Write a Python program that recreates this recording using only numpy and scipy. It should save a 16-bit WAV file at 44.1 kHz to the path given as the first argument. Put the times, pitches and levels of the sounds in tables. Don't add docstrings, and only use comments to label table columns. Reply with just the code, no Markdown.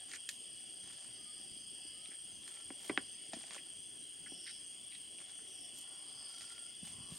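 import sys
import numpy as np
from scipy import signal
from scipy.fft import rfft, irfft
from scipy.io import wavfile
from scipy.ndimage import uniform_filter1d

SR = 44100
rng = np.random.default_rng(int(sys.argv[2]) if len(sys.argv) > 2 else 0)


def bounce(signal):
    frames = np.transpose(np.atleast_2d(signal))
    limited = np.clip(frames, -1, 1)
    pcm = np.round(limited * 32767).astype(np.int16)
    wavfile.write(sys.argv[1], SR, pcm)


N = 316638
TIME = np.arange(N) / SR

# f/Hz, level/dB
AIR_SPECTRUM = [(25, -26), (60, 0), (110, 0), (300, 3.5), (520, -3.5), (750, -7), (950, -11), (1500, -9),
                (2100, -8.5), (3900, -9.5), (5900, -4.5), (7100, -10), (8400, -3.5), (12000, -19.5),
                (16000, -17.5)]
# f/Hz, level/dB
LOW_INSECT_HISS = [(2400, -33), (2650, -12.5), (2900, -10.5), (3300, -9), (3450, -23), (3600, -25),
                   (3800, -58)]
HIGH_INSECT_HISS = [(7400, -48), (8000, -7), (8350, -9), (8500, 7.5), (8900, 5), (9010, 4), (9090, -32)]
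# f/Hz, likeness/0-1
STEREO_LIKENESS = [(40, 0.44), (130, 0.21), (300, 0.44), (1400, 0.59), (3100, 0.78), (6800, 1),
                   (11000, 0.48), (15000, 0)]
# t/s, rate/Hz
WING_RATE = [(0, 29.82), (2, 29.73), (2.6, 29.68), (7.2, 29.71)]
# place/strokes, half length/strokes, f/Hz, level/dB
WING_BURSTS = [(.12, .025, 8600, -2), (.17, .025, 8546, -2), (.29, .11, 8895, -3.3), (.355, .022, 8765, -3),
               (.48, .075, 8895, -2), (.625, .028, 8600, 2), (.70, .022, 8500, -3), (.81, .035, 8421, -4.5),
               (.965, .025, 8500, -8.5), (.6, .11, 8425, -12)]
# f/Hz, pulse rate/Hz, level/dB
CHORUS_CRICKETS = [(3305, 86, -62), (3255, 52, -65), (3190, 103, -67.5), (3090, 44, -66.5), (2980, 62, -68),
                   (2900, 73, -71), (3355, 22.5, -70)]
# t/s, half length/s, rise/dB
BUZZ_RISES = [(1.88, 0.11, 4.5), (4.42, 0.22, 3), (6.25, 0.17, 5.5)]
# t/s, length/s, level/dB, f/Hz, half width/octaves
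LEAF_RUSTLES = [(0.072, .1, -55.5, 3270, 1.48), (0.29, .075, -59.5, 6500, 1.1),
                (0.819, 0.29, -64.5, 2460, 2), (2.419, .22, -62, 2740, 1.94), (2.773, .14, -57.5, 3850, 4),
                (3.323, .3, -59.5, 2330, 2.03), (3.488, .1, -59, 780, 2.55), (4.453, .074, -57, 4000, 0.46),
                (4.905, 0.067, -59.5, 2900, 0.52), (5.147, 0.25, -66.5, 1900, 2.1),
                (5.726, .12, -60, 7100, 0.85), (6.259, 0.36, -62, 2930, 1.86),
                (6.826, .11, -59.5, 5040, 3.4), (7.09, 0.1, -60.5, 5340, 1.5)]
# t/s, level/dB
BARK_SCRAPES = [(.113, -56), (2.1, -64.5), (4.453, -57)]
# t/s, level/dB, f/Hz, half width/octaves, decay/s, splinters against the first click/dB
TWIG_SNAPS = [(.159, -38.5, 6500, 0.61, .0039, 10), (.29, -27, 3800, 1.33, 0.0056, 14),
              (2.0576, -38, 2780, 0.42, .0045, -3), (2.7043, -39.5, 1390, .64, .0034, -5.5),
              (2.8959, -28, 1420, 0.9, 0.0065, 22), (2.976, -14, 1740, 0.77, .0017, -9),
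              (3.334, -35, 2950, 1.15, 0.015, 10), (3.58, -41, 2260, 0.37, 0.011, 6),
              (4.263, -43.5, 1710, 0.4, 0.011, 3), (5.185, -45, 2630, 0.22, .0026, 0),
              (5.786, -44, 9700, .68, .004, 8), (6.384, -39, 5000, 1, .0025, 3)]
# first t/s, repeat time/s, f/Hz, level/dB
CHIRPING_INSECTS = [(.76, 0.76, 6290, -71.5), (.36, .615, 6670, -76.5), (1.98, 1.005, 4030, -78.5)]
# t/s, length/s, first f/Hz, last f/Hz, width/Hz, level/dB
BIRD_CALLS = [(1.123, 0.32, 1210, 1242, 12, -74), (1.914, 0.27, 1207, 1350, 27, -73.5),
              (2.472, 0.21, 1300, 1400, 14, -75), (5.698, 0.75, 1094, 1039, 560, -72),
              (6.2, 0.607, 1372, 1410, 49, -71), (6.838, 0.46, 1105, 1043, 340, -70.5)]
# t/s, level/dB, pitch/times the wood's own
WOOD_KNOCKS = [(2.704, -42, 0.93), (2.896, -28, 1.05), (2.9093, -40, 0.84), (2.9757, -33, 0.95),
               (3.333, -36.5, 2.3), (3.335, -43.5, 0.78), (3.366, -45, 0.85), (4.318, -47, 0.95),
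               (6.827, -45, 0.67), (6.98, -50.5, 0.6), (7.117, -44, 0.59)]
# f/Hz, level/dB, time to fade by 60 dB/s
WOOD_NOTES = [(122.3, -23.5, 0.18), (215.6, -7.5, 0.069), (290, 3.5, 0.056), (390, 3.5, 0.036),
              (579, -2, 0.032), (812, -3, 0.028), (1080, -6, 0.032), (1670, -10, 0.038)]
# t/s, length/s, first f/Hz, last f/Hz, level/dB
RASP_CALLS = [(4.22, .43, 5450, 5070, -60.5), (5.426, 0.31, 5790, 5250, -64.5),
              (6.284, 0.25, 5920, 5400, -68)]
# f/Hz, width/Hz, gain/dB
HOUSING_BANDS = [(493, 39, -22), (777, 120, 4), (902, 164, -9.5), (1262, 180, -8), (1574, 101, -17),
                 (1720, 290, 2.5), (2260, 230, 2), (2370, 160, -2.5), (6970, 95, 6.5)]


def amp(db):
    return 10 ** (np.asarray(db) / 20)


def unit_level(x):
    return x / np.sqrt(np.mean(x ** 2) + 1e-20)


def curve_at(points, hz):
    f, value = np.transpose(points)
    return np.interp(np.log(hz + 1), np.log(f), value)


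def add(mix, s, sound):
    part = mix[max(round(s * SR), 0):][:len(sound)]
    part += sound[:len(part)]


def angle(hz):
    return 2 * np.pi * np.cumsum(hz) / SR


def drift(rate, size=N):
    f = np.fft.rfftfreq(16384, 1 / 2000)
    slow = unit_level(irfft(rfft(rng.standard_normal(16384)) * np.exp(-(f / rate) ** 2)))
    return np.interp(TIME[:size] * 2000, np.arange(len(slow)), slow)


def band(x, hz, octaves):
    ratio = 2 ** max(octaves, .05)
    edges = [min(hz / ratio, SR / 3), min(hz * ratio, SR / 2 - 1000)]
    return signal.sosfilt(signal.butter(3, edges, "band", fs=SR, output="sos"), x)


def among_trees(x, fade_s, echo_db, likeness):
    t = TIME[:SR // 2]
    echoes = rng.standard_normal((3, len(t))) * (rng.random((3, len(t))) < 2000 / SR)
    echoes *= amp(-60 * t / fade_s) * (t > .004)
    echoes /= np.linalg.norm(echoes, axis=1, keepdims=True)
    tail = np.sqrt(likeness) * echoes[0] + np.sqrt(1 - likeness) * echoes[1:]
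    return x + amp(echo_db) * signal.oaconvolve(x[None], tail, axes=1)[:, :N]


def forest_hiss(spectrum, patchy_db):
    hz = np.fft.rfftfreq(1024, 1 / SR)
    a, b, c, d, patches = rng.standard_normal((5, N // 256 + 5, len(hz)))
    patches = uniform_filter1d(patches, size=14, axis=0)
    patches = unit_level(uniform_filter1d(patches, size=7, axis=1))
    likeness = curve_at(STEREO_LIKENESS, hz)
    left = a + 1j * b
    right = likeness * left + np.sqrt(1 - likeness ** 2) * (c + 1j * d)
    frames = np.array([left, right]) * amp(curve_at(spectrum, hz) + patchy_db * patches)
    return unit_level(signal.istft(frames.swapaxes(1, 2), nperseg=1024, noverlap=768)[1][:, :N])


def katydid(uneven_db=1.1):
    turns = np.cumsum(np.interp(TIME, *np.transpose(WING_RATE))) / SR + .5
    stroke, place = turns.astype(int), turns % 1
    song = np.zeros(N, complex)
    for at, half, hz, db in WING_BURSTS:
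        slip, force = rng.standard_normal((2, stroke[-1] + 1))
        phase = 2 * np.pi * (hz * TIME + .095 * slip[stroke])
        burst = np.exp(-((place - at) / half) ** 2 + 1j * phase)
        song += amp(db + uneven_db * force)[stroke] * burst
    effort_db = -rng.exponential(1, stroke[-1] + 1)
    song *= amp(effort_db[stroke] + .4 * drift(5))
    wing = signal.firwin(901, 9030, fs=SR)
    song = signal.oaconvolve(song, wing, "same")
    left = amp(2.5) * (song * np.exp(.65j)).real
    echoes = among_trees(song.real, fade_s=.25, echo_db=-4, likeness=0) - song.real
    return amp(-52.5) * unit_level(np.array([left, song.real]) + echoes)


def cricket_chorus(sag=.014):
    song = np.zeros(N)
    for hz, rate, db in CHORUS_CRICKETS:
        turns = np.cumsum(rate * (1 + .0084 * drift(4.3))) / SR
        place = (turns + rng.random()) % 1
        pitch = hz * (1 + .007 * drift(6) + sag * (1 - 2 * place))
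        song += amp(db) * unit_level(np.sin(np.pi * place) ** 2 * np.sin(angle(pitch)))
    song = among_trees(song, fade_s=.35, echo_db=-1, likeness=.85)
    return amp(-58.5) * unit_level(song) * amp([[1.], [-1.]])


def buzzing_cricket(stroke_hz=145.5, depth=.36):
    chop = 1 + depth * np.cos(angle(stroke_hz + 1.72 * drift(2.42)))
    noise = rng.standard_normal((2, N))
    note = band(noise[0], hz=4967, octaves=.05) + amp(-4) * band(noise[1], hz=4600, octaves=.05)
    swells_db = sum(db * np.exp(-((TIME - s) / half) ** 2) for s, half, db in BUZZ_RISES)
    level_db = -67.5 + 2.4 * drift(.7) + swells_db
    return among_trees(amp(level_db) * unit_level(note * chop), fade_s=.89, echo_db=-3.5, likeness=.68)


def crackle(length, hz, octaves, clump_db, grain_db=3):
    size = int(length * SR)
    grains = rng.standard_normal(size) * amp(grain_db * np.minimum(rng.exponential(1, size), 4))
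    grains *= rng.random(size) < .07
    clumps = grains * amp(clump_db * drift(100, size))
    return unit_level(band(clumps, hz, octaves) * signal.windows.tukey(size, .45))


def snap(hz, octaves, decay_s, splinter_db):
    t = TIME[:SR // 12]
    splinters = rng.standard_normal(len(t)) * np.exp(-t / decay_s)
    splinters *= amp(splinter_db) / np.linalg.norm(splinters)
    tick = band((t == 0) + splinters, hz, octaves)
    return tick / abs(tick).max()


def leaves_and_twigs(stalks_per_s=16, stalk_lift_db=14.5):
    leaves, twigs = np.zeros((2, N))
    for s, length, db, hz, octaves in LEAF_RUSTLES:
        add(leaves, s, amp(db) * crackle(length, hz, octaves, clump_db=5))
        for place, brightness in rng.random((round(stalks_per_s * length), 2)):
            stalk_hz = hz * 2 ** (octaves * (brightness - .5))
            stalk = snap(stalk_hz, octaves=.99, decay_s=.0015, splinter_db=4.5)
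            add(twigs, s + place * length, amp(db + stalk_lift_db) * stalk)
    for s, db in BARK_SCRAPES:
        add(leaves, s, amp(db) * crackle(length=.063, hz=1900, octaves=.41, clump_db=3.5))
    for s, db, *shape in TWIG_SNAPS:
        add(twigs, s, amp(db) * snap(*shape))
    leaves = signal.sosfilt(signal.butter(2, 10000, fs=SR, output="sos"), leaves)
    leaves = among_trees(leaves, fade_s=.093, echo_db=-5.5, likeness=.14)
    return leaves + among_trees(twigs, fade_s=.11, echo_db=-16, likeness=.1)


def lone_cricket(pitch_hz=2978, pulse_hz=100.3, first_s=.33, every_s=1.28, bout_s=.455):
    bouts = np.zeros(N)
    for s in np.arange(first_s, N / SR, every_s):
        add(bouts, s, signal.windows.tukey(int(bout_s * SR), .4))
    pitch = pitch_hz + 1.5 * drift(8)
    tones_db = [-4.5, -15, 7, -1, -8, -3.5, -9]
    trill = np.zeros(N)
    for k, db in enumerate(tones_db):
        lag = np.pi * k ** 2 / len(tones_db)
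        trill += amp(db) * np.sin(angle(pitch - (k - 2) * pulse_hz) + lag)
    return amp(-64.5) * bouts * unit_level(trill)


def fuzzy_tone(length, first_hz, last_hz, width_hz):
    size = int(length * SR)
    phase = angle(np.linspace(first_hz, last_hz, size))
    note = drift(width_hz, size) * np.cos(phase) + drift(width_hz, size) * np.sin(phase)
    return unit_level(note * signal.windows.tukey(size, .6))


def chirping_insects(chirp_s=.15):
    out = np.zeros(N)
    for first_s, every_s, hz, db in CHIRPING_INSECTS:
        for s in np.arange(first_s, N / SR, every_s):
            add(out, s, amp(db + rng.standard_normal()) * fuzzy_tone(chirp_s, hz, hz, width_hz=76))
    return out


def far_bird():
    out = np.zeros(N)
    for s, *shape, db in BIRD_CALLS:
        add(out, s, amp(db) * fuzzy_tone(*shape))
    return out


def wood_knocks(rise_s=.00032, hard_db=-40.5, dull_per_db=.42, dull_per_octave=7.9):
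    out, t = np.zeros(N), TIME[:SR // 5]
    taps = [(s + .026 * rng.standard_normal(), -55.5 + 2 * rng.standard_normal(), 1.01)
            for s in np.arange(1.37, 2.1, .17)]
    for s, db, pitch in taps + WOOD_KNOCKS:
        tilt_db = dull_per_db * min(db - hard_db, 0) + dull_per_octave * min(np.log2(pitch), 0)
        ring = np.zeros(len(t))
        for k, (hz, note_db, fade_s) in enumerate(WOOD_NOTES):
            level_db = note_db + tilt_db * np.log2(hz / WOOD_NOTES[1][0]) - 60 * t / fade_s
            ring += (-1) ** k * amp(level_db) * np.sin(2 * np.pi * hz * pitch * t)
        ring *= 1 - np.exp(-t / rise_s)
        add(out, s, amp(db) * ring / abs(ring).max())
    return out


def rasping_insect(pulse_hz=139.4, depth=.9, swell_db_per_s=10):
    out = np.zeros(N)
    for s, length, first_hz, last_hz, db in RASP_CALLS:
        note = fuzzy_tone(length, first_hz, last_hz, width_hz=590)
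        note += amp(-14.5) * fuzzy_tone(length, 2 * first_hz, 2 * last_hz, width_hz=750)
        t = TIME[:len(note)]
        pulses = 1 + depth * np.cos(2 * np.pi * pulse_hz * t)
        add(out, s, amp(db) * unit_level(note * pulses * amp(swell_db_per_s * t)))
    return out


def rumble(start_s=6.78):
    out = np.zeros(N)
    add(out, start_s, amp(-65.5) * crackle(length=.46, hz=125, octaves=.93, clump_db=3))
    return out


def scene():
    forest = amp(-61.5) * forest_hiss(AIR_SPECTRUM, patchy_db=2.5)
    forest += amp(-65) * forest_hiss(LOW_INSECT_HISS, patchy_db=1.5)
    forest += amp(-63) * forest_hiss(HIGH_INSECT_HISS, patchy_db=1)
    insects = katydid() + cricket_chorus() + buzzing_cricket() + lone_cricket()
    calls = chirping_insects() + far_bird() + rasping_insect()
    far = amp(-.5) * among_trees(calls, fade_s=.32, echo_db=-6.5, likeness=.8)
    near = leaves_and_twigs()
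    near += among_trees(wood_knocks() + rumble(), fade_s=.18, echo_db=-10, likeness=.43)
    return forest + insects + far + near * amp([[-.4], [.4]])


def record(dry, top_hz=15900):
    for hz, width, db in HOUSING_BANDS:
        ringing = signal.lfilter(*signal.iirpeak(hz, hz / width, fs=SR), dry)
        dry = dry + (amp(db) - 1) * ringing
    treble_cut = signal.firwin(511, top_hz, window=("kaiser", 9), fs=SR)
    return signal.oaconvolve(dry, treble_cut[None], "same")


dry = scene()
out = record(dry)
bounce(out)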